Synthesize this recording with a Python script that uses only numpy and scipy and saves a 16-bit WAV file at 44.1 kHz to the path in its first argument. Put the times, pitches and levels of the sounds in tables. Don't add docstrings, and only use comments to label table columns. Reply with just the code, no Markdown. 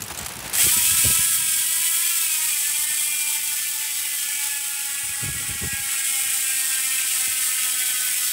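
import sys
import numpy as np
from scipy import signal
from scipy.fft import rfft, irfft
from scipy.io import wavfile
from scipy.ndimage import uniform_filter1d

SR = 44100
rng = np.random.default_rng(int(sys.argv[2]) if len(sys.argv) > 2 else 0)


def persist_wave(psi):
    counts = np.round(np.clip(psi, -1, 1) * 32767).astype(np.int16)
    wavfile.write(sys.argv[1], SR, np.atleast_2d(counts).T)


def rack_gain(trim_db):
    fader = np.asarray(trim_db, float)
    return 10 ** (fader / 20)


N = 366912
RING_TEETH = 68
# t/s, level/dB
GUSTS = [
    [(0.0, -43.5), (0.12, -49), (0.46, -49), (0.99, -45), (1.25, -49), (1.4, -52), (1.63, -57), (1.87, -62),
     (2.0, -81)],
    [(2.3, -75), (2.59, -62), (2.884, -61), (2.996, -74), (3.2, -77)],
    [(4.95, -65), (5.14, -64), (5.312, -40), (5.402, -44.5), (5.598, -55), (5.698, -62), (5.83, -62),
     (6.0, -78)],
]


def hub():
    # t/s, teeth passing a pawl f/Hz
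    teeth = [(0.53, 122.9), (0.57, 196), (0.61, 267.2), (0.75, 326), (0.81, 314.8), (0.94, 332.3),
             (1.05, 321), (1.24, 335), (1.51, 319.5), (1.98, 333.9), (2.07, 347.7), (2.35, 312),
             (2.44, 315.6), (2.61, 287), (2.8, 302.1), (5.9, 271.6), (8.32, 249.7)]
    # t/s, level/dB, resonance f/Hz
    shell_heard = [(0.53, -27.5, 9000), (0.61, -19, 8840), (0.77, -24, 8760), (1.05, -22, 8900),
                   (1.37, -27, 9100), (2.46, -26.5, 8800), (3.0, -27.5, 9060), (3.5, -28.5, 8760),
                   (3.65, -28.5, 8700), (4.5, -29, 8800), (5.2, -31.5, 9240), (5.67, -30.5, 8860),
                   (6.1, -27, 9200), (6.93, -26.5, 8980), (7.45, -26, 9080), (8.32, -26.5, 8800)]
    # f/Hz, density/dB per Hz
    click = [(480, -17), (610, -11.5), (750, -17.5), (880, -7.5), (1100, -5), (1330, 4), (1550, 3),
             (2400, 5.5), (3300, -2.5), (4150, -8), (5200, -6), (5900, -6), (6500, -4), (7900, 2),
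             (9300, -5), (11800, -16), (12800, -21), (14300, -21.5), (15800, -16.5)]
    # f/Hz, level/dB, t60/s, change on the far side/dB
    modes = [(2400, -22, .025, 1), (3290, -21, .018, 3), (3890, -33, .03, 4), (4520, -26, .02, 2),
             (5300, -26, .014, 3.5), (6240, -29, .02, -1), (8000, -16, .007, 1), (8900, -17, .007, -1),
             (9722, -17.5, .028, -1), (10640, -22, .025, 1.5), (12225, -24, .025, 4), (13160, -28, .035, 3),
             (14138, -24.5, .035, -2), (14359, -23, .1, 0)]
    # t/s, level/dB
    cogs_in_view = [
        (0, -3),
        (2.5, -2.5),
        (4.5, -5),
        (5.4, -12.5),
        (6.2, -8.5),
        (8.32, -4),
    ]
    # t/s, level/dB
    rattle = [(0.5, 4), (0.8, 3), (1.2, 3.5), (2.2, 2.5), (3, 3), (4.6, 3.5), (5.4, 3.5), (6.5, 2.5),
              (8.32, 3.5)]
    crossovers = [2810, 6210, 8260, 11380]
    far_side_s = 5.0, 6.0

    turning, teeth_hz = curves(teeth)
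    phase = np.cumsum(teeth_hz * (turning > .5)) / SR
    drops, rebounds = pawls(phase)
    strikes = drops + rack_gain(11) * band(rebounds, 6300, 21500, order=5)
    strikes = smear(strikes + rack_gain(curves(rattle)[1]) * band(rebounds, 2420, 6200, order=1))
    strikes = level(colour(strikes, click), 0)

    _, facing_db = curves(cogs_in_view)
    far = np.interp(np.arange(N) / SR, far_side_s, [0, 1])
    body = strikes
    for hz, db, t60, far_db in modes:
        view_db = facing_db + far_db * far + glint_db(hz) + 1.4 * walk(3)
        body = body + level(ring(strikes, hz, t60), db + 1.5) * rack_gain(view_db)
    body = spokes(body, phase)
    body = body + rack_gain(-7) * walls(body)

    wheel, middle, low_shell, high_shell, top = split(body, crossovers)
    gate, shell_db, shell_hz = curves(shell_heard)
    lean_db = 10.5 * (shell_hz - 8400) / 1000
    shell = low_shell * rack_gain(-lean_db) + high_shell * rack_gain(lean_db)
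    parts = [(shell, 0.072 * walk(4.1)), (wheel, -11 - 0.52 * facing_db),
             (middle, -5.5), (top, 1.06 + 0.12 * facing_db)]
    mix = sum(level(x, db) * rack_gain(0.34 * walk(12)) for x, db in parts)
    return gate * rack_gain(shell_db + 0.4 * walk(35)) * mix


def pawls(phase, scatter_db=1.63, runout=0.011, wander=0.015, bounce_s=0.000403):
    # error in place/tooth, spring strength level/dB
    seats = [(0.05, -7), (0.09, -10), (0.08, -7.5), (0.06, -9.5), (0.02, -7), (0.01, -6)]
    # t/s, share of their error
    off_place = [(0.5, 1.04), (0.9, 1.33), (1.3, 1.87), (1.9, 1.9), (2.5, 1.37), (2.8, 0.99), (4.4, 0.78),
                 (5.5, 0.82), (7, 1.01), (8.32, 0.94)]
    cranks_stop_s, crank_shake = 2.6, 1.2

    t, cut = np.arange(N) / SR, round_wheel(count=2, size=4)
    clock = phase + t * 1e-6
    drops, rebounds, drop = np.zeros(N), np.zeros(N), np.arange(3000)
    spread = np.interp(drop, clock, curves(off_place)[1])
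    for k, (error, db) in enumerate(seats):
        chance = rng.standard_normal((len(drop), 6))
        seat = k * RING_TEETH / len(seats)
        tooth = (drop + int(seat)) % RING_TEETH
        drift = wander * walk(5)[drop * (N // len(drop))]
        place = drop + 1 - seat % 1 + error * spread + runout * cut[0, tooth] + drift
        s = np.interp(place, clock, t, right=N)
        force = rack_gain(db + 0.1 * cut[1, tooth] + scatter_db * chance[:, 0])
        s = s + 1.25e-5 * (1 + crank_shake * (s < cranks_stop_s)) * chance[:, 1]
        drops -= impulses(s, force)
        first_s = s + bounce_s * (.5 + np.abs(chance[:, 2]))
        second_s = s + bounce_s * (1.506 + np.abs(chance[:, 4]))
        rebounds += impulses(first_s, force * np.tanh(chance[:, 3]))
        rebounds += impulses(second_s, 0.97 * force * np.tanh(chance[:, 5]))
    return drops, rebounds


def smear(x, share=0.62):
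    shell_paths = [5, 11, 19, 31]
    for lag in shell_paths:
        gap = np.zeros(lag - 1)
        x = signal.lfilter(np.r_[-share, gap, 1], np.r_[1, gap, -share], x)
    return x


def glint_db(ring_hz):
    # t/s, ring f/Hz, level/dB, half length/s
    glints = [(0.9, 12225, 3, .3), (1.4, 12225, -4, .15), (1.85, 12225, 4, .25), (2.3, 14138, 3, .35),
              (2.8, 14138, -6, .15), (2.4, 9722, -4, .2), (3.0, 9722, 3, .3), (3.45, 10640, 5, .3),
              (3.45, 12225, 3, .2), (4.45, 5250, 6, .3), (4.4, 14138, 3, .3), (4.5, 14359, -5, .2),
              (6.5, 13160, 4, .4), (6.7, 4520, 4, .3), (7.2, 3890, 7, .12), (1.6, 8000, -6, .4),
              (.75, 8900, 3, .2), (.75, 14138, -4, .3), (4.5, 8000, 3, .5), (6.6, 8900, 3, .5),
              (1.55, 3290, 3, .4), (2.3, 6240, 3, .3), (3.2, 6240, 3, .3), (5.5, 3290, 4, .3),
              (7.7, 3290, 3, .5), (7.9, 5250, 3, .5), (7.9, 3890, 4, .3)]
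    t = np.arange(0, N, 64) / SR
    total_db = np.zeros(len(t))
    for s, hz, db, half_s in glints:
        if hz == ring_hz:
            total_db += db * np.exp(-((t - s) / half_s) ** 2)
    return np.repeat(total_db, 64)[:N]


def spokes(body, phase, flicker_db=5.5):
    pattern_edges = [1050, 1500, 2200, 3000]
    lobe_depths = [0.4, 0.2, 0.2, 0.18, 0.05]
    close_levels = [0.88, 0.24, -0.59, -1.5, 0.6]
    late_levels = [2, 2, 3.5, -1.5, 0.5]

    lobes = round_wheel(count=len(lobe_depths), size=3)
    angle, teeth = phase % RING_TEETH, np.arange(RING_TEETH + 1)
    t = np.arange(N) / SR
    close = np.interp(t, (1.52, 2.8), [1, 0])
    late = np.interp(t, (7.0, 8.64), [0, 1])
    bands = split(body, pattern_edges, octaves=0.039)
    out = np.zeros(N)
    for x, lobe, depth, close_db, late_db in zip(bands, lobes, lobe_depths, close_levels, late_levels):
        sweep = 1 + depth * np.interp(angle, teeth, np.append(lobe, lobe[0]))
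        out += x * sweep * rack_gain(close_db * close + late_db * late + flicker_db * depth * walk(30))
    return out


def round_wheel(count, size):
    x = rng.standard_normal((count, RING_TEETH))
    for _ in range(2):
        x = uniform_filter1d(x, size, mode="wrap")
    x = x - x.mean(axis=1, keepdims=True)
    return x / x.std(axis=1, keepdims=True)


def chain(t60=0.011, hiss_db=0.5, width=0.043, settle_s=0.0031, settle_db=-8):
    # t/s, peak level/dB, ring f/Hz, low part/dB
    links = [(0.0054, -21, 10600, -15), (0.0197, -14, 6950, -19), (0.0264, -20, 8270, -19),
             (0.038, -19, 7930, -24), (0.046, -25, 7720, -17), (0.0628, -23, 10200, -11),
             (0.081, -18, 10300, -20), (0.1015, -17.5, 10000, -12), (0.119, -22, 9970, -17),
             (0.1381, -25, 11000, -12), (0.1467, -21.5, 6600, -9), (0.1564, -26, 9250, -15),
             (0.1744, -19, 7920, -11), (0.181, -19.5, 8000, -15), (0.1883, -15, 7500, -12),
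             (0.2113, -18, 7790, -13), (0.229, -21, 7880, -17), (0.247, -21, 7890, -18),
             (0.255, -26, 9380, -20), (0.2613, -13.5, 7700, -8), (0.2654, -20, 10200, -9),
             (0.2833, -21, 10100, -10), (0.2904, -20, 8250, -7), (0.302, -28, 7010, -15),
             (0.32, -22, 9960, -15), (0.336, -21, 10800, -9), (0.355, -21, 10000, -15),
             (0.367, -20, 8300, -11), (0.39, -19, 10600, -8), (0.404, -20.5, 6000, -18),
             (0.4254, -24, 9310, -20), (0.4429, -26, 9610, -19), (0.461, -24, 8260, -18),
             (0.4774, -19, 7780, -12), (0.496, -18, 10200, -7), (0.5134, -30, 6130, -9),
             (0.531, -14, 8300, -19), (0.5365, -12, 8630, -24), (0.544, -13, 11000, -18),
             (0.5516, -5, 8360, -17)]
    # f/Hz, density/dB per Hz
    whirr_colour = [(88, -6), (609, -3.5), (712, -1), (2330, -3.5), (2520, -3), (4100, -8), (4520, -9.5),
                    (7350, -9), (11000, -11), (12000, -18), (15700, -11)]
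    # t/s, level/dB
    chain_run = [(0.0, -33), (0.17, -34.5), (0.19, -31.5), (0.3, -32.5), (0.33, -32), (0.43, -33.5),
                 (0.52, -32.5), (0.62, -31)]

    out, t = np.zeros(N), np.arange(2000) / SR
    fade = np.exp(-np.log(1000) * t / t60) * np.minimum(t / .001, 1)
    fade = fade + rack_gain(settle_db) * np.interp(t - settle_s, t, fade, left=0)
    for s, db, hz, low_db in links:
        burst = rng.standard_normal((3, len(t))) * fade
        tick = level(band(burst[0], hz * (1 - width), hz * (1 + width), order=1), 0)
        tick = tick + level(band(burst[1], 2200, 14900), hiss_db)
        low = band(burst[2], 800, 2300) * rack_gain(min(low_db, -9) + 12)
        start = int(s * SR)
        out[start:start + len(t)] += rack_gain(db - 1.0) * (tick / np.abs(tick).max() + low)
    gate, run_db = curves(chain_run)
    whirr = level(colour(rng.standard_normal(N), whirr_colour), -2.5) * rack_gain(run_db + 2.0 * walk(60)) * gate
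    return out + rack_gain(-14.0) * walls(out) + whirr


def gusts():
    # t/s, level/dB, upper part/dB, length/s
    puffs = [(0.03, -29, -7, 0.026), (0.223, -31, -23, 0.05), (0.29, -47, -4, 0.029),
             (0.384, -37, 0, 0.039), (0.463, -44, 16, 0.023), (0.648, -28, -5, 0.035),
             (0.671, -24.5, 6, 0.018), (0.778, -31.5, 2, 0.032), (0.928, -32, -16, 0.048),
             (0.94, -32, -15, 0.014), (1.063, -16.5, -6, 0.057), (1.111, -26.5, 1, 0.037),
             (1.195, -27, -16, 0.016), (1.418, -43, -25, 0.058), (1.575, -42, -17, 0.027),
             (2.794, -46, -16, 0.036), (2.912, -45, -16, 0.026), (3.013, -43, -14, 0.027),
             (5.047, -37, -21, 0.031), (5.104, -37, -36, 0.03), (5.247, -23, -10, 0.057),
             (5.291, -20.5, -29, 0.029), (5.413, -33, -13, 0.043), (5.512, -25, -12, 0.06),
             (5.558, -24, -21, 0.018), (5.645, -22, -2.5, 0.067), (5.673, -21, -21, 0.012),
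             (5.734, -23, -41, 0.018), (5.804, -36, -26, 0.05), (5.869, -47, -25, 0.035),
             (6.271, -42, -10, 0.046), (6.339, -47, -20, 0.04)]
    puff_rise = 0.5
    low = even(band(rng.standard_normal(N), 28, 141, order=2), span_s=0.039)
    high = even(band(rng.standard_normal(N), 180, 420, order=2), span_s=0.0084)
    t, out = np.arange(N) / SR, np.zeros(N)
    for table in GUSTS:
        gate, db = curves(table, fade_s=0.049)
        out += gate * rack_gain(db + 0.65 * walk(40)) * low
    for s, db, upper_db, length_s in puffs + eddies():
        near = slice(max(int((s - .15) * SR), 0), int((s + .15) * SR))
        late = t[near] - s + 0.19 * length_s
        shape = np.exp(-(late / (0.5 * length_s * np.where(late < 0, puff_rise, 1))) ** 2)
        out[near] += rack_gain(db - 7.5) * shape * (low[near] + rack_gain(upper_db - 2.0) * shape * high[near])
    return out


def eddies(per_s=16):
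    rows = []
    for table in GUSTS:
        s, db = np.transpose(table)
        at = np.arange(s[0], s[-1], 1 / per_s)
        chance = rng.standard_normal((40, 4))[:len(at)].T
        at = at + chance[0] / (3 * per_s)
        eddy_db = np.interp(at, s, db) + 9 + 2.5 * chance[1]
        upper_db = -25 + 5 * chance[2]
        length_s = 0.013 * rack_gain(2.7 * chance[3])
        rows += zip(at, eddy_db, upper_db, length_s)
    return rows


def knocks(glide=5.25, glide_s=0.0039):
    # t/s, peak level/dB, f/Hz, t60/s
    thumps = [
        (7.273, -39, 85, 0.2),
    ]
    out, t = np.zeros(N), np.arange(8000) / SR
    for s, db, hz, t60 in thumps:
        turns = np.cumsum(hz * (1 + glide * np.exp(-t / glide_s))) / SR
        fade = np.exp(-np.log(1000) * t / (0.75 * t60))
        start = int(s * SR)
        out[start:start + len(t)] += rack_gain(db) * np.sin(2 * np.pi * turns) * fade
    return out


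def room():
    # f/Hz, density/dB per Hz
    hum = [(15, -57), (25, -4), (70, -1.5), (135, -3), (184, -5.5), (220, 0.5), (494, -8), (522, -7),
           (560, -5.5), (700, -7.5), (910, -3.5), (1540, -120)]
    # t/s, level/dB
    whoosh = [(0, 6.5), (2, 1.5), (4.8, 2), (6.3, 4.5), (8.32, 3)]
    return level(colour(rng.standard_normal(N), hum), -59) * rack_gain(curves(whoosh)[1] + 0.52 * walk(5.4))


def walls(x, size=4096, t60=0.33):
    t, out = np.arange(int(t60 * SR)) / SR, np.zeros(N + 40000)
    fade = np.exp(-np.log(1000) * t / t60) * (t > .003)
    window = np.sin(np.pi * np.arange(2 * size) / (2 * size))
    x = np.pad(x, (size, 2 * size))
    for at in range(0, N + size, size):
        if not x[at:at + 2 * size].any():
            continue
        echo = signal.fftconvolve(x[at:at + 2 * size] * window, rng.standard_normal(len(t)) * fade)
        out[at:at + len(echo)] += echo[:len(out) - at]
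    return out[size:size + N] / np.linalg.norm(fade)


def level(x, db):
    return x * rack_gain(db) / np.sqrt(np.mean(x ** 2))


def curves(table, off_db=-120, fade_s=0.023):
    s, *columns = np.transpose(table)
    t = np.arange(N) / SR
    gate = rack_gain(np.interp(t, [s[0] - fade_s, s[0], s[-1], s[-1] + fade_s], [off_db, 0, 0, off_db]))
    return [gate] + [np.interp(t, s, c) for c in columns]


def band(x, lo_hz, hi_hz, order=3):
    return signal.sosfilt(signal.butter(order, [lo_hz, min(hi_hz, .45 * SR)], "band", fs=SR, output="sos"), x)


def colour(x, points, size=4096):
    hz, db = np.transpose(points)
    f = np.maximum(np.arange(size // 2 + 1) * SR / size, 1)
    cep = irfft(np.log(rack_gain(np.interp(np.log(f), np.log(hz), np.maximum(db, -70)))))
    cep[1:size // 2] *= 2
    cep[size // 2 + 1:] = 0
    return signal.oaconvolve(x, irfft(np.exp(rfft(cep))))[:len(x)]


def ring(x, hz, t60):
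    r = np.exp(-np.log(1000) / (t60 * SR))
    return signal.lfilter([1, 0, -1], [1, -2 * r * np.cos(2 * np.pi * hz / SR), r * r], x)


def walk(rate, count=64):
    k, steps = int(SR / count / rate) + 1, N // count + 1
    w = np.repeat(rng.standard_normal(1000), k)
    w = uniform_filter1d(uniform_filter1d(w, k), k)[:steps]
    return np.interp(np.arange(N) / count, np.arange(steps), w / w.std())


def impulses(s, size, count=8):
    out, at = np.zeros(N + 2 * count + 1), np.clip(s * SR, 0, N)
    k = np.arange(-count, count + 1)[:, None]
    d = k - at % 1
    np.add.at(out, at.astype(int) + k + count, size * np.sinc(d) * np.cos(np.pi * d / (2 * count + 2)) ** 2)
    return out[count:count + N]


def even(x, span_s):
    return x / np.sqrt(uniform_filter1d(x ** 2, int(span_s * SR)) + 1e-12)


def split(x, edges_hz, octaves=0.25):
    f, spectrum = np.arange(len(x) // 2 + 1) * SR / len(x) + 1, rfft(x)
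    above = [1] + [.5 + .5 * np.tanh(np.log2(f / hz) / octaves) for hz in edges_hz] + [0]
    return [irfft(spectrum * (a - b), len(x)) for a, b in zip(above, above[1:])]


def scene():
    return np.tile(hub() + chain() + gusts() + knocks() + room(), (2, 1))


def band_limit(x):
    return signal.sosfilt(signal.butter(12, 17030, fs=SR, output="sos"), x)


def record(dry):
    # t/s, level under the sound/dB
    splits = [(0.985, -12), (1.426, -15), (1.543, -9), (2.064, -8), (2.172, -9), (2.337, -7), (2.693, -17),
              (2.825, -17), (2.99, -12), (3.385, -10), (3.57, -11), (4.328, -14), (4.468, -9), (4.791, -13),
              (4.865, -8), (5.074, -7), (5.672, -10), (6.003, -9), (6.256, -9), (6.382, -8), (7.448, -18),
              (7.791, -10), (8.26, -6)]
    dry = signal.sosfilt(signal.butter(6, 58, "high", fs=SR, output="sos"), dry)
    dry = .8 * np.tanh(dry / .8)
    t, apart = np.arange(N) / SR, np.zeros(N)
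    for s, db in splits:
        apart += rack_gain(db) * np.cos(np.clip((t - s) * SR / 1024, -1, 1) * np.pi / 2)
    side = apart * band(np.roll(dry[0], 3000), 4600, 19000, order=8)
    wet = dry + np.outer([1, -1], side)
    wet = signal.sosfilt(signal.ellip(14, .2, 80, 15720, fs=SR, output="sos"), wet)
    return band_limit(wet)


dry = scene()
out = record(dry)
persist_wave(out)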